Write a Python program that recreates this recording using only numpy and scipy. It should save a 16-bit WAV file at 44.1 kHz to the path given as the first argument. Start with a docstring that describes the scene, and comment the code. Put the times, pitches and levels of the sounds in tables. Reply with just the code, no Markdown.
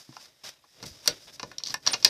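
"""The latch and wire door of a wooden hutch tick and knock on the frame as hands fumble with them.
Each knock sets wood and metal ringing, and close walls add a short echo. Skin and wire rub between
the knocks, the bumped hutch shudders once, and sliding metal squeaks twice. The handling rumbles
through the case of a small, close microphone that is most sensitive near 5 kHz."""
import sys
import numpy as np
from scipy import signal
from scipy.fft import rfft, irfft
from scipy.io import wavfile

SR = 44100
rng = np.random.default_rng(int(sys.argv[2]) if len(sys.argv) > 2 else 0)


def output_pcm(signal):
    """Save a mono or channel-first signal as 16-bit PCM at the path in sys.argv[1].

    Samples are clipped to [-1, 1] before scaling.
    """
    pcm = np.clip(np.atleast_2d(signal).T, -1, 1) * 32767
    wavfile.write(sys.argv[1], SR, np.round(pcm).astype(np.int16))


N = 92477   # about 2.1 s


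def from_db(db):
    return 10 ** (np.asarray(db) / 20)


def unit_rms(x):
    """Scales a signal to an average power of 1."""
    return x / np.sqrt(np.mean(x ** 2) + 1e-20)


def level_curves(rows):
    """Joins a table's points with straight lines: one curve over time for each level column."""
    times, *columns = np.transpose(rows)
    return [np.interp(np.arange(N) / SR, times, column) for column in columns]


def coloured(x, spectrum):
    """Turns each frequency up or down as the table says; the result has power 1."""
    hz, db = np.transpose(spectrum)
    freqs = np.maximum(np.fft.rfftfreq(N, 1 / SR), 1)
    gain_db = np.interp(np.log(freqs), np.log(hz), db, left=-80, right=-80)
    return unit_rms(irfft(rfft(x) * from_db(gain_db), N))


def band_pass(x, band_hz):
    return signal.sosfilt(signal.butter(2, band_hz, "band", fs=SR, output="sos"), x)


def drift(rate_hz):
    """A smooth random wander, about 1 in size."""
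    r = np.exp(-2 * np.pi * rate_hz / SR)
    return unit_rms(signal.lfilter([1], [1, -2 * r, r * r], rng.standard_normal(N + SR))[SR:])


def ring(x, hz, fade_s):
    """Each click in x starts a tone that falls by 60 dB in fade_s (its fade time)."""
    r, w = from_db(-60 / (fade_s * SR)), 2 * np.pi * hz / SR
    return signal.lfilter([0, np.sin(w)], [1, -2 * r * np.cos(w), r * r], x + 1e-18)


def grains(per_s, size, spread_db=1.5):
    """Tiny contacts: random clicks of uneven size and sign."""
    heights = from_db(spread_db * np.minimum(rng.exponential(1, size), 4))
    return heights * rng.choice([-1, 1], size) * (rng.random(size) < per_s / SR)


# Light rubbing that comes and goes (time [s], hiss level [dB], body level [dB])
RUB_LEVELS = [(0, -48, -56.5), (.05, -60, -66), (.1, -61, -64.5), (.18, -56.5, -60.5), (.28, -60.5, -61.5),
              (.33, -69, -69.5), (.42, -69, -70), (.52, -59, -60.5), (.6, -73.5, -70), (.7, -67, -73),
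              (.8, -60.5, -60), (.9, -52, -62), (.96, -57, -60.5), (1.04, -54, -58), (1.1, -50, -40.5),
              (1.15, -54, -54.5), (1.2, -56, -60), (1.26, -54.5, -64.5), (1.38, -63.5, -65),
              (1.42, -59.5, -65), (1.49, -61, -64), (1.57, -65.5, -62.5), (1.62, -64, -59.5),
              (1.77, -64, -62), (1.81, -67, -76), (1.84, -54.5, -55.5), (1.9, -47, -38.5),
              (1.97, -52, -52.5), (2.01, -52, -58), (2.1, -46, -40.5)]
# Short, firmer scrapes (start [s], length [s], hiss level [dB], body level [dB])
SCRAPES = [(0, 0.0062, -71, -72), (0.202, 0.058, -58.5, -67), (0.434, 0.059, -44.5, -47.5),
           (0.852, 0.033, -48, -56.5), (1.27, 0.028, -62, -52.5), (1.328, 0.031, -54.5, -72),
           (1.658, 0.072, -47.5, -54.5), (1.861, 0.024, -43.5, -40.5), (2.05, 0.015, -38, -33)]
# Tone colour of the bright hiss and of the duller body (frequency [Hz], level [dB])
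HISS_SPECTRUM = [(1470, -17), (2500, -23), (3390, -17.5), (3780, -11), (4780, 8), (5360, 8), (7390, -5.5),
                 (11800, -11.5), (14100, -11), (15500, -29)]
BODY_SPECTRUM = [(59, -27), (100, -12), (485, -9.5), (592, -4), (664, -7.5), (799, -7), (1090, -9),
                 (3000, -8), (3900, -3), (6600, -120)]


def rubbing(attack_s=0.0071, release_s=0.0069, flicker_db=1.5):
    """Skin slides on wire: thousands of tiny clicks blur into a bright hiss and a duller body."""
    hiss, body = map(from_db, level_curves(RUB_LEVELS))
    t = np.arange(N) / SR
    for start, length, hiss_db, body_db in SCRAPES:
        rise = np.clip((t - start) / attack_s, 0, 1)
        fall = np.exp(-np.maximum(t - start - length, 0) / release_s)
        hiss += from_db(hiss_db) * rise * fall
        body += from_db(body_db) * rise * fall
    grit = grains(per_s=9000, size=N)
    flicker = from_db(flicker_db * drift(rate_hz=72))
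    return flicker * (hiss * coloured(grit, HISS_SPECTRUM) + body * coloured(grit, BODY_SPECTRUM))


# How loud the handling is (time [s], level [dB])
RUMBLE_LEVELS = [(0, -66), (.06, -76), (.2, -71), (.3, -73), (.42, -82), (.45, -65), (.52, -74),
                 (.7, -81.5), (.8, -61.5), (.84, -49), (.89, -58), (.925, -61), (.955, -64), (1.05, -65),
                 (1.1, -44), (1.2, -65.5), (1.38, -64), (1.45, -51.5), (1.58, -65.5), (1.68, -64.5),
                 (1.76, -53.5), (1.82, -66.5), (1.9, -53), (2.0, -58.5), (2.1, -48.5)]
# Its deep tone colour (frequency [Hz], level [dB])
RUMBLE_SPECTRUM = [(12, -49), (20, -22), (70, -10.5), (153, -4), (208, -14), (280, -8.5), (312, -9),
                   (500, -12), (650, -8), (1100, -120)]


def handling_rumble(wobble_db=0.77):
    """A hand on the microphone's case makes lumpy, low noise."""
    db, = level_curves(RUMBLE_LEVELS)
    loudness = from_db(db + wobble_db * drift(rate_hz=14))
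    return loudness * coloured(rng.standard_normal(N), RUMBLE_SPECTRUM)


# Tone colour of the background (frequency [Hz], level [dB])
BACKGROUND_SPECTRUM = [(12, -31), (20, 3), (55, -19), (607, -16), (897, -8), (1660, -25), (1810, 2),
                       (2460, -15), (4940, -7), (6720, -8.5), (14300, -11), (16000, -35)]


def background_hiss(level_db=-73):
    """Faint, steady noise lies under everything."""
    return from_db(level_db) * coloured(rng.standard_normal(N), BACKGROUND_SPECTRUM)


# Knocks of the latch and door. Frame to crack are added to the level; chatter is relative to the click.
# (time [s], level [dB], frame [dB], box [dB], slat [dB], board [dB], crack [dB], chatter [dB],
# chatter fade time [s])
KNOCKS = [(0.0898, -48, 13.5, -25, -8, -29, -20, 4.9, 0.022),
          (0.1242, -43, -27, -18, -8.5, -10.5, -27, 3.5, 0.028),
          (0.166, -35.5, -51, -25, -1, -3, -29, 3.9, 0.011),
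          (0.2547, -43, -33, -17, -27, -8.5, -14, 4.1, 0.017),
          (0.6389, -60.5, -21, -17, 6, -14, -18, 4.7, 0.0073),
          (0.6453, -55.5, -13, -5, -3, -2.5, -18, 5.6, 0.014),
          (0.8019, -43.5, -9, -2, -6.5, -5, -19, 3.3, 0.018),
          (0.8266, -24.5, -14, -20, -21, -15.5, -13.5, 6, 0.028),
          (0.8369, -30.5, -5.5, -30, -16, -8.5, -11, 5.8, 0.022),
          (0.863, -36.5, -4, -19, -22, -30, 2, 6, 0.029),
          (1.058, -24.5, -24, -29, -19.5, -16, -10, 4.7, 0.047),
          (1.0753, -3, -37, -26.5, -30.5, -14.5, -5, 6.1, 0.027),
          (1.3953, -25.5, -33, -19, -16.5, -8.5, -21, 6.7, 0.022),
          (1.4291, -23.5, -16.5, -9.5, -8.5, -8, -15, 4.6, 0.02),
          (1.5142, -37, -32, -24, -11.5, -2.5, -9, 4.6, 0.032),
          (1.5821, -20, -45, -37.5, -56, -56, -16.5, 6.7, 0.014),
          (1.6005, -41.5, -21, -33, -15, -7, -11, 6, 0.022),
          (1.6358, -21.5, -39, -40, -39, -48, -16.5, 8.2, 0.011),
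          (1.6524, -28, -28, -49, -36, -43, -15, 5.4, 0.016),
          (1.6606, -23.5, -37, -43, -51, -43, -24, 7.4, 0.012),
          (1.6703, -19, -28.5, -51, -45, -43, -26, 6.3, 0.026),
          (1.6836, -24.5, -43, -31, -31, -39, -33, 6, 0.022),
          (1.696, -28, -16, -42, -39, -38, -32, 6.7, 0.024),
          (1.7034, -21, -27, -40, -29, -32, -27, 4.8, 0.026),
          (1.7103, -36.5, -36, -19, -23, -15, -9, 4.6, 0.017),
          (1.7405, -15, -32, -52, -14, -7.5, -7.5, 5.5, 0.019),
          (1.8644, -14.5, -33, -58, -20.5, -11.5, -22, 6.4, 0.018),
          (1.8727, -4.5, -40, -44, -22, -20, -38, 6.9, 0.013),
          (1.9058, -32, -15, -23, -16, -5, -11, 8.8, 0.029),
          (1.932, -9.5, -33, -43, -25, -14, -23, 6.5, 0.037),
          (1.9382, -13, -46, -25.5, -35, -18, -16, 5.7, 0.022),
          (1.9399, -15, -24.5, -22.5, -13.5, -5.5, -30, 4.5, 0.016),
          (2.0259, -22, -27, -35, -27, -17, -34, 5, 0.036),
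          (2.0463, 3.5, -41, -42, -35, -22, -11.5, 6.6, 0.017),
          (2.0495, -19, -50, -33, -35, 0.5, -9, 4.4, 0.018),
          (2.0615, -19.5, -44, -21, -31, -28, -24, 8.1, 0.019)]
# Ringing tones of six parts, from low boom to sharp crack (frequency [Hz], level [dB], fade time [s])
FRAME_TONES = [(137, -9.5, 0.088), (211, -3.5, 0.045), (249, -2, 0.059), (311, -3, 0.042)]
BOX_TONES = [(418, -8, 0.036), (476, -1, 0.093), (534, -3.5, 0.039), (590, -3.5, 0.045)]
SLAT_TONES = [(763, -11, 0.048), (866, -2.5, 0.031), (1007, 6.5, 0.023), (1107, 0.5, 0.034)]
BOARD_TONES = [(1458, -4.5, 0.031), (1760, 2, 0.025), (2130, -1.5, 0.016), (2477, 0.5, 0.019),
               (2752, 0, 0.017)]
WIRE_TONES = [(3520, -26.5, 0.01), (3900, -13, 0.027), (4343, -8, 0.018), (4590, -1.5, 0.01),
              (4940, 0.5, .012), (5090, -6.5, 0.008), (5450, -2.5, 0.0091), (5610, -1, .012),
              (6110, -16, 0.0054)]
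CRACK_TONES = [(7660, -2, 0.0036), (8960, -4, 0.002), (10760, -8, 0.0024), (12030, -5, 0.0017),
               (12800, -14, 0.0049)]
# The next five tables have one entry per part, in that order. How hard it is struck (level [dB])
PART_LEVELS = [-5.5, -10.5, -8, -9, -14.5, -4.5]
# How much of the chatter it takes (level [dB])
PART_CHATTER = [-7, -1, -3, -1.5, .5, -1]
# How long it chatters (multiple of the chatter fade time [no unit])
PART_LINGER = [1.56, 3.7, 1.9, 1.09, 1.29, 0.69]
# The range it sends into the air (lowest frequency [Hz], highest frequency [Hz])
PART_BANDS = [(100, 370), (330, 780), (620, 1330), (1200, 2830), (3100, 6600), (6800, 13100)]
# How late it sounds; the wood follows the wire (delay [s])
PART_DELAYS = [.0012, 0.00301, .0012, 0.001188, .0008, .0006]


def knocks(chatter_per_s=8000, spread_db=0.5):
    """Each knock is a click and a dying chatter of small contacts that set wood and wire ringing."""
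    parts = [FRAME_TONES, BOX_TONES, SLAT_TONES, BOARD_TONES, WIRE_TONES, CRACK_TONES]
    length = SR // 10
    t = np.arange(length) / SR
    pushes = [np.zeros((len(tones), N + length)) for tones in parts]   # one row for each tone
    for time, db, frame, box, slat, board, crack, chatter_db, fade_s in KNOCKS:
        start = int(time * SR)
        part_db = db + np.add([frame, box, slat, board, 0, crack], PART_LEVELS)   # the wire is the 0
        for i, tones in enumerate(parts):
            fade = from_db(-60 * t / (fade_s * PART_LINGER[i]))
            chatter = unit_rms(fade * grains(chatter_per_s, length)) / np.sqrt(length)
            blow = from_db(chatter_db + PART_CHATTER[i]) * chatter
            blow[0] = 1   # the first click
            strengths = from_db(part_db[i] + spread_db * rng.standard_normal(len(tones)))
            pushes[i][:, start:start + length] += np.outer(strengths, blow)
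    out = np.zeros(N + length)
    for tones, rows, band_hz, delay_s in zip(parts, pushes, PART_BANDS, PART_DELAYS):
        rings = [from_db(db) * ring(push[:N], hz, fade_s) for push, (hz, db, fade_s) in zip(rows, tones)]
        lag = int(delay_s * SR)
        out[lag:lag + N] += band_pass(sum(rings), band_hz)
    return out[:N]


def wall_echo(x, level_db=-15.5, fade_s=0.11, delay_s=0.0064, cutoff_hz=5800):
    """Close walls throw the sound back as a short, dull, dense tail."""
    t = np.arange(SR // 2) / SR
    tail = rng.standard_normal(len(t)) * from_db(-60 * t / fade_s) * (t > delay_s)
    tail = signal.sosfilt(signal.butter(1, cutoff_hz, fs=SR, output="sos"), tail)
    tail /= np.sqrt(np.sum(tail ** 2))
    return from_db(level_db) * signal.fftconvolve(x, tail)[:N]


# How strongly the hutch shakes (time [s], level [dB])
SHUDDER_LEVELS = [(.8, -90), (.83, -57), (.87, -55.5), (.9, -59), (.925, -53), (.96, -68), (1.0, -90)]


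def hutch_shudder():
    """The hutch gives a short, deep wobble after its door is bumped."""
    db, = level_curves(SHUDDER_LEVELS)
    return from_db(db) * unit_rms(band_pass(rng.standard_normal(N), band_hz=(48, 133)))


# Metal squeaks (start [s], length [s], level [dB], pitch [Hz], final drop in pitch [Hz])
SQUEAKS = [(1.045, 0.033, -48, 9060, 50), (1.908, .026, -29.5, 9330, 500)]


def squeaks(waver_hz=40):
    """Metal slides on metal with a thin tone that swells, then sags in pitch as it ends."""
    out, t = np.zeros(N), np.arange(N) / SR
    for start, length, db, hz, drop_hz in SQUEAKS:
        progress = np.clip((t - start) / length, 0, 1)
        pitch = hz - drop_hz * progress ** 5.1 + waver_hz * drift(rate_hz=340)
        swell = np.sin(np.pi * progress ** 1.84)
        out += from_db(db) * swell * np.sin(2 * np.pi * np.cumsum(pitch) / SR)
    return out


def scene():
    """Adds all the sounds into one channel; only the knocks get an echo."""
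    hutch = knocks()
    noises = rubbing() + handling_rumble() + background_hiss()
    return (noises + hutch + wall_echo(hutch) + hutch_shudder() + squeaks())[None]


def record(dry, peak_limit=0.72, treble_hz=15000, treble_db=-15, cutoff_hz=16450):
    """The microphone rounds off the loudest peaks, turns down the top treble and cuts what lies above."""
    rounded = dry / (1 + np.abs(dry / peak_limit) ** 4) ** .25
    below = signal.sosfiltfilt(signal.butter(10, treble_hz, fs=SR, output="sos"), rounded)
    softened = below + from_db(treble_db) * (rounded - below)
    return signal.sosfilt(signal.cheby2(12, 70, cutoff_hz, fs=SR, output="sos"), softened)


dry = scene()
out = record(dry)
output_pcm(out)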